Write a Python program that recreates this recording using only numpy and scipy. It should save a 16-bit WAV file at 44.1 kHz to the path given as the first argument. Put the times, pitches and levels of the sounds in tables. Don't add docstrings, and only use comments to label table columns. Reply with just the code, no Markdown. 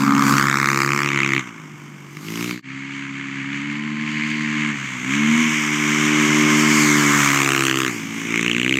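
import sys
import numpy as np
from scipy import signal
from scipy.fft import rfft, irfft, next_fast_len
from scipy.io import wavfile
from scipy.ndimage import uniform_filter1d, map_coordinates

SR = 44100
rng = np.random.default_rng(int(sys.argv[2]) if len(sys.argv) > 2 else 0)


def put_to_file(sound):
    columns = np.atleast_2d(sound).T
    safe = np.clip(columns, -1, 1)
    whole_steps = np.round(safe * 32767)
    wavfile.write(sys.argv[1], SR, whole_steps.astype(np.int16))


def voltage_ratio(level):
    return 10 ** (np.asarray(level, float) / 20)


N = 387638
CUT = 2.619


def evened(x):
    return x / np.sqrt(np.mean(x ** 2) + 1e-20)


def columns(rows):
    s, *values = np.transpose(rows)
    return [np.interp(np.arange(N) / SR, s, v) for v in values]


def shaped(x, points, lo_hz=0, hi_hz=SR, soft=.09):
    size = next_fast_len(N)
    log_hz = np.log(np.fft.rfftfreq(size, 1 / SR) + 1)
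    f, db = np.transpose(points)
    lower = np.tanh((log_hz - np.log(lo_hz + 1)) / soft)
    upper = np.tanh((log_hz - np.log(hi_hz)) / soft)
    band = np.sqrt((lower - upper) / 2)
    gain = band * voltage_ratio(np.interp(log_hz, np.log(f + 1), db))
    return irfft(rfft(x, size) * gain, size)[:N]


def causal(x, points):
    log_hz = np.log(abs(np.fft.fftfreq(4096, 1 / SR)) + 1)
    f, db = np.transpose(points)
    log_gain = np.log(voltage_ratio(np.maximum(np.interp(log_hz, np.log(f + 1), db), -70)))
    taps = np.fft.ifft(np.exp(np.conj(signal.hilbert(log_gain)))).real[:2048]
    return signal.oaconvolve(x, taps)[:N]


def drift(seconds):
    size = max(round(seconds * SR / 64), 2)
    slow = uniform_filter1d(uniform_filter1d(rng.standard_normal(N // 64 + 2), size), size)
    return np.interp(np.arange(N) / 64, np.arange(len(slow)), evened(slow))


def controls():
    # t/s, rate/Hz
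    speed = [
        [(0, 69.1), (.29, 69.2), (.5, 68.9), (.83, 68.7), (1, 71.3), (1.39, 67.4), (1.44, 62.9), (1.5, 57.2),
         (1.66, 50.1), (2.1, 47.3), (2.2, 51.2), (2.36, 56.7), (2.49, 60.6), (2.58, 60.8), (2.62, 62.3)],
        [(2.62, 66.34), (2.88, 69.34), (3.44, 68.53), (3.87, 74.88), (4.35, 75.61), (4.68, 74.46),
         (4.99, 61.24), (5.08, 65.5), (5.16, 71.72), (5.4, 79.42), (5.61, 74.52), (6.74, 75.79), (7.12, 71.89),
         (7.86, 65.31), (8.0, 54.6), (8.26, 55.5), (8.57, 59.49), (8.79, 67.66)],
    ]
    # t/s, level/dB, distance/m, exhaust facing the microphone/0-1, wheelspin/0-2
    ride_away = [(0, -33.5, 8.1, 0.81, 0.8), (.15, -36, 6.2, 0.84, 0.26), (.3, -28.5, 7.5, 0.81, 0.86),
                 (.5, -34.5, 13.5, .9, 0.14), (.8, -33.5, 19.5, 0.96, 0.28), (1, -36.5, 21.4, 0.92, 0.2),
                 (1.2, -36.5, 63, 0.87, 0.15), (1.38, -39, 53, .94, 0.16), (1.45, -48.5, 33, 0.65, 0.076),
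                 (1.7, -53.5, 31, 0.88, 0.34), (2.1, -53, 31, 1, 0.62), (2.25, -44.5, 38, 0.72, 1.5),
                 (2.4, -38, 33, 0.7, 1.6), (2.5, -38.5, 47, 0.81, 1.54), (2.62, -43, 110, .68, 2.1)]
    ride_past = [(2.62, -44, 146, 0.07, 1.1), (3.0, -44.5, 117, 0.073, 0.57), (3.5, -41, 138, 0.083, 0.72),
                 (4.3, -37.5, 122, 0.3, 1.15), (4.7, -35.5, 108, 0.16, 0.46), (5.0, -37, 60, 0.35, 0.22),
                 (5.2, -35.5, 57, 0.33, 0.21), (5.4, -34.5, 42, 0.34, 0.25), (5.6, -38, 29, 0.26, 0.0061),
                 (6.2, -30.5, 40, 0.12, 0.27), (6.8, -29, 21.2, 0.08, 0.27), (7.15, -31, 2.1, 0.53, 0.068),
                 (7.45, -33.5, 7.7, 0.83, 0.071), (7.85, -36, 11.7, 0.89, 0.073),
                 (8.05, -39.5, 36, 0.41, 0.44), (8.35, -38.5, 35, 0.82, 0), (8.55, -37.5, 61, 0.93, 0.29),
                 (8.79, -37, 66, 0.95, 0.48)]
    # opens t/s, shuts t/s
    openings = [
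        (-1, 1.395),
        (2.2, 4.71),
        (5.03, 7.885),
        (8.25, 10),
    ]
    # t/s, share of full throttle/1
    pops = [
        (1.48, .8),
        (2.172, 1),
    ]
    opening_s, shutting_s, pop_s = .1, .022, .015
    shut_facing = .45
    t = np.arange(N) / SR
    level_db, metres, facing, spin = columns(np.vstack([ride_away, ride_past]))
    throttle = 0
    for opens, shuts in openings:
        rise = np.clip((t - opens) / opening_s, 0, 1)
        throttle = throttle + rise * np.clip(1 + (shuts - t) / shutting_s, 0, 1)
    for s, share in pops:
        throttle = throttle + share * np.exp(-((t - s) / pop_s) ** 4)
    throttle = np.clip(throttle, 0, 1)
    clear = throttle + shut_facing * (1 - throttle)
    return dict(rate=columns(np.vstack(speed))[0], level_db=level_db, metres=np.maximum(metres, 3),
                behind=np.clip(facing, 0, 1), spin=np.clip(spin, 0, 3), shut=1 - throttle,
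                facing=np.clip(facing * clear, .05, .97))


def pipe(turns, ride):
    # f/Hz, level/dB from the front, level/dB from behind
    pipe_gain = [(90.0, -12, -9.5), (140.0, 5.5, 7.7), (198.4, -2, 9), (232.6, 12.5, 10), (291.6, 11.5, 9),
                 (339.5, -5.5, 11.5), (455, -17, -2), (600.0, -27, -10.5)]
    # t/s, half length/s, f/Hz, level/dB
    lobes = [(0, 0.84, 394, -16.5), (0.127, .15, 257, 13.5), (0.79, 0.37, 246, -13), (1.78, 0.5, 148, 11),
             (2.15, 0.48, 248, -7), (3.89, 0.83, 216, 3), (4.89, 0.13, 303, -22), (5.28, 0.24, 228, 9.5),
             (6.418, 0.8, 377, 11.5), (7.605, 0.24, 216, -20), (0.48, 0.11, 605, -2), (3.1, 0.26, 420, 2),
             (4.2, 0.95, 524, -29), (5.4, 0.29, 600, 0), (6.414, 0.64, 605, 17.5), (7.28, 0.13, 400, -15),
             (7.49, 0.3, 760, 15), (8.4, 0.22, 464, 6), (7.95, 0.041, 258, -0.5), (0, .15, 152, 3.5),
             (8.75, 0.22, 600, 7.5)]
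    # f/Hz, level/dB per Hz
    rumble = [(12, -84), (20, -74), (92, -18), (135, -2), (222, 1.5), (256, 0.5), (295, -1), (541, -21),
              (900, -16.5), (1170, -33), (1980, -120)]
    lobe_width = .19
    rate, t = ride["rate"], np.arange(N) / SR
    slow, slow_rate = t[::64], rate[::64]
    ahead = np.clip(np.maximum((.6 - ride["facing"]) / .3, 2 * ride["spin"] - 1.8), 0, 1)
    hz, front_db, behind_db = np.transpose(pipe_gain)
    tones, power = 0, 0
    for k in range(1, 13):
        order_hz = k * rate
        front = np.interp(np.log(order_hz), np.log(hz), front_db)
        behind = np.interp(np.log(order_hz), np.log(hz), behind_db)
        db = ride["level_db"] - 4 * ride["shut"] + front + (behind - front) * ride["behind"]
        if k == 1:
            db += -17 + 6 * ahead
        if k > 5:
            db += -1.5 * (k - 5) - 7.5 * (ride["metres"] / 100 - .4)
        echo_db = 0
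        for s, half, f, gain_db in lobes:
            off_centre = (k * slow_rate / f - 1) / lobe_width
            echo_db = echo_db + gain_db * np.exp(-((slow - s) / half) ** 2 - off_centre ** 2)
        db += np.interp(t, slow, echo_db)
        power = power + voltage_ratio(db) ** 2
        lag = .7 + .25 * k + 1 + np.tanh((order_hz - 320) / 25)
        lag = lag + 1.1 * ahead * (1 + np.tanh((order_hz - 185) / 15))
        level = voltage_ratio(db + drift(.03))
        tones = tones + level * np.cos(2 * np.pi * k * turns - lag + .04 * k * drift(.03))
    rough_db = -15 + 11.5 * ride["shut"] - 4 * ahead + 3 * ride["spin"]
    rough = voltage_ratio(rough_db) * np.sqrt(power) * evened(shaped(rng.standard_normal(N), rumble))
    return np.sqrt(2) * tones + rough


def cracks(turns, ride):
    # f/Hz, level/dB per Hz
    crack_colour = [(400, -39.5), (700, -13), (1200, 12.5), (1700, 1), (2300, -1.5), (3300, -20.5),
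                    (4600, -35.5), (7400, -28.5), (9550, -47), (13000, -24.5), (15600, -24)]
    # t/s, f/Hz
    mouth = [(0, 2300), (.5, 1890), (1.0, 2102), (1.4, 2190), (2.4, 2500), (2.64, 1840), (7.2, 2170),
             (7.5, 2550), (7.8, 2870), (8.35, 2170), (8.6, 2630), (8.79, 2320)]
    rate, facing = ride["rate"], ride["facing"]
    cycle = turns.astype(int)
    luck = rng.standard_normal((800, 6))[cycle]
    since = (turns - cycle - .3) / rate + .00006 * luck[:, 0]
    length = (.0023 - .0012 * facing) * voltage_ratio(1.6 * luck[:, 1])
    u = np.maximum(since / (.6 * length), 0)
    puff = u * np.exp(-u) / np.sqrt(length * rate / 4) * rng.standard_normal(N)
    click = np.sinc(since * 32000) * np.exp(-(since / .0004) ** 2)
    burst = np.exp(-(since - .0008) ** 2 / (.6 * length) ** 2) / np.sqrt(length)
    mouth_hz = columns(mouth)[0] * voltage_ratio(.8 * luck[:, 0])
    ring = burst * np.cos(2 * np.pi * mouth_hz * since + 9 * luck[:, 4])
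    upper_hz = np.where(np.arange(N) / SR > CUT, 6900, 5000) * voltage_ratio(1.08 * luck[:, 5])
    overtone = burst * np.cos(2 * np.pi * upper_hz * since + 9 * luck[:, 3])
    puff = snow(causal(puff, crack_colour), ride)
    click = snow(causal(click, crack_colour), ride)
    return puff, click, ring, overtone, luck


def engine_roar(turns, ride):
    # f/Hz, level/dB per Hz
    roar_colour = [(440, -14.5), (750, -7.5), (1080, 9), (1890, 2.5), (2180, 11.5), (2500, -1.5),
                   (3030, -7), (3950, -32.5), (5160, -28.5), (6490, -20.5), (7550, -26), (9740, -49.5),
                   (11500, -51), (14100, -45), (15600, -55)]
    # f/Hz, level/dB per Hz
    spray_colour = [(1500, -38), (3400, -31.5), (4600, -17.5), (5600, -29.5), (8200, -50), (9700, -55),
                    (12800, -47), (15500, -66)]
    throb = 1 + .12 * np.cos(2 * np.pi * (turns - .4)) + .022 * np.cos(4 * np.pi * (turns - .35))
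    roar = rng.standard_normal(N) * throb
    spray = ride["spin"] * causal(rng.standard_normal(N), spray_colour)
    return snow(causal(roar, roar_colour) + spray, ride)


def band_levels(ride):
    # level/dB, throttle shut/dB, distance/dB per 100 m, facing/dB, wheelspin/dB
    treble_law = [
        (16, -4.5, -1.5, 0.3, -7.5),
        (9.5, -6.5, 4, 5.5, -8),
        (7.5, -4.5, -9, 0.86, -2.5),
        (-6, -1.5, -31.5, 2.8, 6),
    ]
    treble_shift = [
        (-8, -3, 0.04),
        (1.33, 1.93, 0.81),
        (1.76, 1, 0.71),
        (3.3, 2.1, 0.77),
    ]
    # t/s, half length/s, level/dB
    swells = [
        (0.113, 0.12, -3),
        (1.352, 0.044, 4),
        (2.41, 0.17, 5),
        (3.91, 0.097, -3),
        (4.216, 0.13, 6.5),
        (5.514, 0.17, 4),
        (6.887, 0.19, -1),
        (7.36, 0.38, 2.5),
        (7.86, 0.073, -3.5),
    ]
    t = np.arange(N) / SR
    second = t > CUT
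    doublings = np.log2(ride["metres"] / 20)
    swell_db = sum(db * np.exp(-((t - s) / half) ** 2) for s, half, db in swells)
    levels = []
    for law, shift in zip(treble_law, treble_shift):
        db, shut_db, far_db, facing_db, spin_db = law
        second_db, climb_db, lift = shift
        level = ride["level_db"] + db + swell_db * lift + shut_db * ride["shut"]
        level = level + far_db * ride["metres"] / 100 + facing_db * ride["behind"] + spin_db * ride["spin"]
        levels.append(level + second_db * second + climb_db * ride["behind"] * doublings)
    return levels


def treble(turns, ride):
    band_edges_hz = [450, 1700, 3700, 9500, 15400]
    # f/Hz, level/dB
    even_spectrum = [(20, 0), (20000, 0)]
    facing = ride["facing"]
    puff, click, ring, overtone, luck = cracks(turns, ride)
    roar = engine_roar(turns, ride)
    share = .096 + .17 * ride["metres"] / 100
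    share = np.maximum(share, 1.75 * facing - .68)
    bright = evened(overtone) + .52 * evened(shaped(click, even_spectrum, 3800, 9500))
    steady = [click, ring, bright, click]
    alikes = [.95, .75, .55, .3]
    kept = [1, 1, .93 * facing ** .4, .55 * facing ** .4]
    shimmer = drift(.053)
    out = np.zeros(N)
    for k, db in enumerate(band_levels(ride)):
        limits = band_edges_hz[k:k + 2]
        roar_k = evened(shaped(roar, even_spectrum, *limits))
        puff_k = evened(shaped(puff, even_spectrum, *limits))
        steady_k = evened(shaped(steady[k], even_spectrum, *limits))
        alike, part = alikes[k] * facing, np.clip(share * kept[k], 0, .98)
        size_db = (.8 + 2.2 * ride["spin"] * facing) * luck[:, 2] + (.3 + .55 * k) * luck[:, 3 + k % 3]
        crack = evened(voltage_ratio(size_db)) * (np.sqrt(alike) * steady_k + np.sqrt(1 - alike) * puff_k)
        band = np.sqrt(part) * crack + np.sqrt(1 - part) * roar_k
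        local_rms = np.sqrt(uniform_filter1d(band ** 2, 9000))
        out += voltage_ratio(db + .35 * (k + .6) * shimmer) * band / local_rms
    return out


def whine(turns, ride):
    faster = ride["rate"] - 75
    db = ride["level_db"] - 5 + 1.1 * faster - 8 * ride["shut"]
    front = np.clip((.55 - ride["behind"]) / .15, 0, 1)
    tones = 0
    for order, order_db in [(14, 3), (13, -3), (12, -7)]:
        level = voltage_ratio(db + order_db + (14 - order) * .5 * faster + drift(.05))
        tones = tones + level * np.cos(2 * np.pi * order * turns + .15 * drift(.04))
    return front * tones


def snow(x, ride):
    # f/Hz, level/dB
    snow_echo = [(500, -14), (1200, -10), (2600, 0), (4500, -1), (6000, -6), (9000, -18)]
    metres = ride["metres"]
    notch_hz = 1750 * (1 - np.exp(-metres / 18))
    strength = (.4 + (.76 - .4) * ride["facing"]) * (1 - np.exp(-(metres / 8) ** 2))
    late = map_coordinates(x, [np.arange(N) - SR / (2 * notch_hz)], order=1, mode="nearest")
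    return x + strength * shaped(late, snow_echo)


def far_bike():
    # t/s, third order f/Hz, level/dB
    far_hums = [
        [(0.0, 223.8, -57), (0.03, 224.1, -27), (0.576, 224.0, -48), (0.884, 222.0, -43), (0.896, 220.4, -46),
         (1.0, 217.3, -18)],
        [(2.7, 166.0, -47), (2.82, 172.4, -59), (3.76, 175.0, -56), (3.96, 171.2, -65), (4.39, 179.0, -68),
         (4.54, 167.2, -66), (4.88, 169.6, -60), (5.0, 183.4, -31)],
    ]
    far_orders = [(2, -2.5), (3, 8.5), (4, -2.5), (5, -11)]
    t = np.arange(N) / SR
    out = 0
    for rows in far_hums:
        hz, db = columns(rows)
        heard = np.clip(np.minimum(t - rows[0][0] + .1, rows[-1][0] - t) / .3, 0, 1)
        turns = np.cumsum(hz / 3) / SR
        for k, order_db in far_orders:
            level = voltage_ratio(db + 6 + order_db + .5 * drift(.026))
            out = out + heard * level * np.cos(2 * np.pi * k * turns + .15 * drift(.11))
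    return out


def wind():
    # t/s, level/dB
    gusts = [(.1, -68), (.38, -80), (.6, -68), (.81, -53), (1.0, -64), (1.33, -63), (2.37, -71),
             (5.62, -70), (5.95, -72), (6.41, -65), (6.7, -68), (7.1, -71), (7.71, -48), (8.3, -73),
             (8.57, -56), (8.79, -39)]
    calm_db, gust_s = -89, .07
    lumps = shaped(rng.standard_normal(N), [(15, -26), (40, -21), (90, -4), (200, -28), (500, -38)])
    t = np.arange(N) / SR
    strength = voltage_ratio(calm_db) + sum(voltage_ratio(db) * np.exp(-((t - s) / gust_s) ** 2) for s, db in gusts)
    return strength * evened(lumps)


def scene():
    ride = controls()
    second = np.arange(N) / SR > CUT
    turns = np.cumsum(ride["rate"] * (1 + .002 * drift(.03))) / SR + .88 + .81 * second
    near = pipe(turns - .33, ride) + treble(turns, ride) + whine(turns, ride)
    return (near + far_bike() + wind())[None]


def low_pass(x):
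    return signal.sosfilt(signal.butter(12, 15720, fs=SR, output="sos"), x)


def record(dry):
    fade_s, fade_db, dip_s = .08, -10, .032
    away = abs(np.arange(N) / SR - CUT)
    join = np.clip(away / dip_s, 0, 1) * voltage_ratio(fade_db * np.clip(1 - away / fade_s, 0, 1))
    return low_pass(0.77 * np.tanh(dry / 0.95) * join)


dry = scene()
out = record(dry)
put_to_file(out)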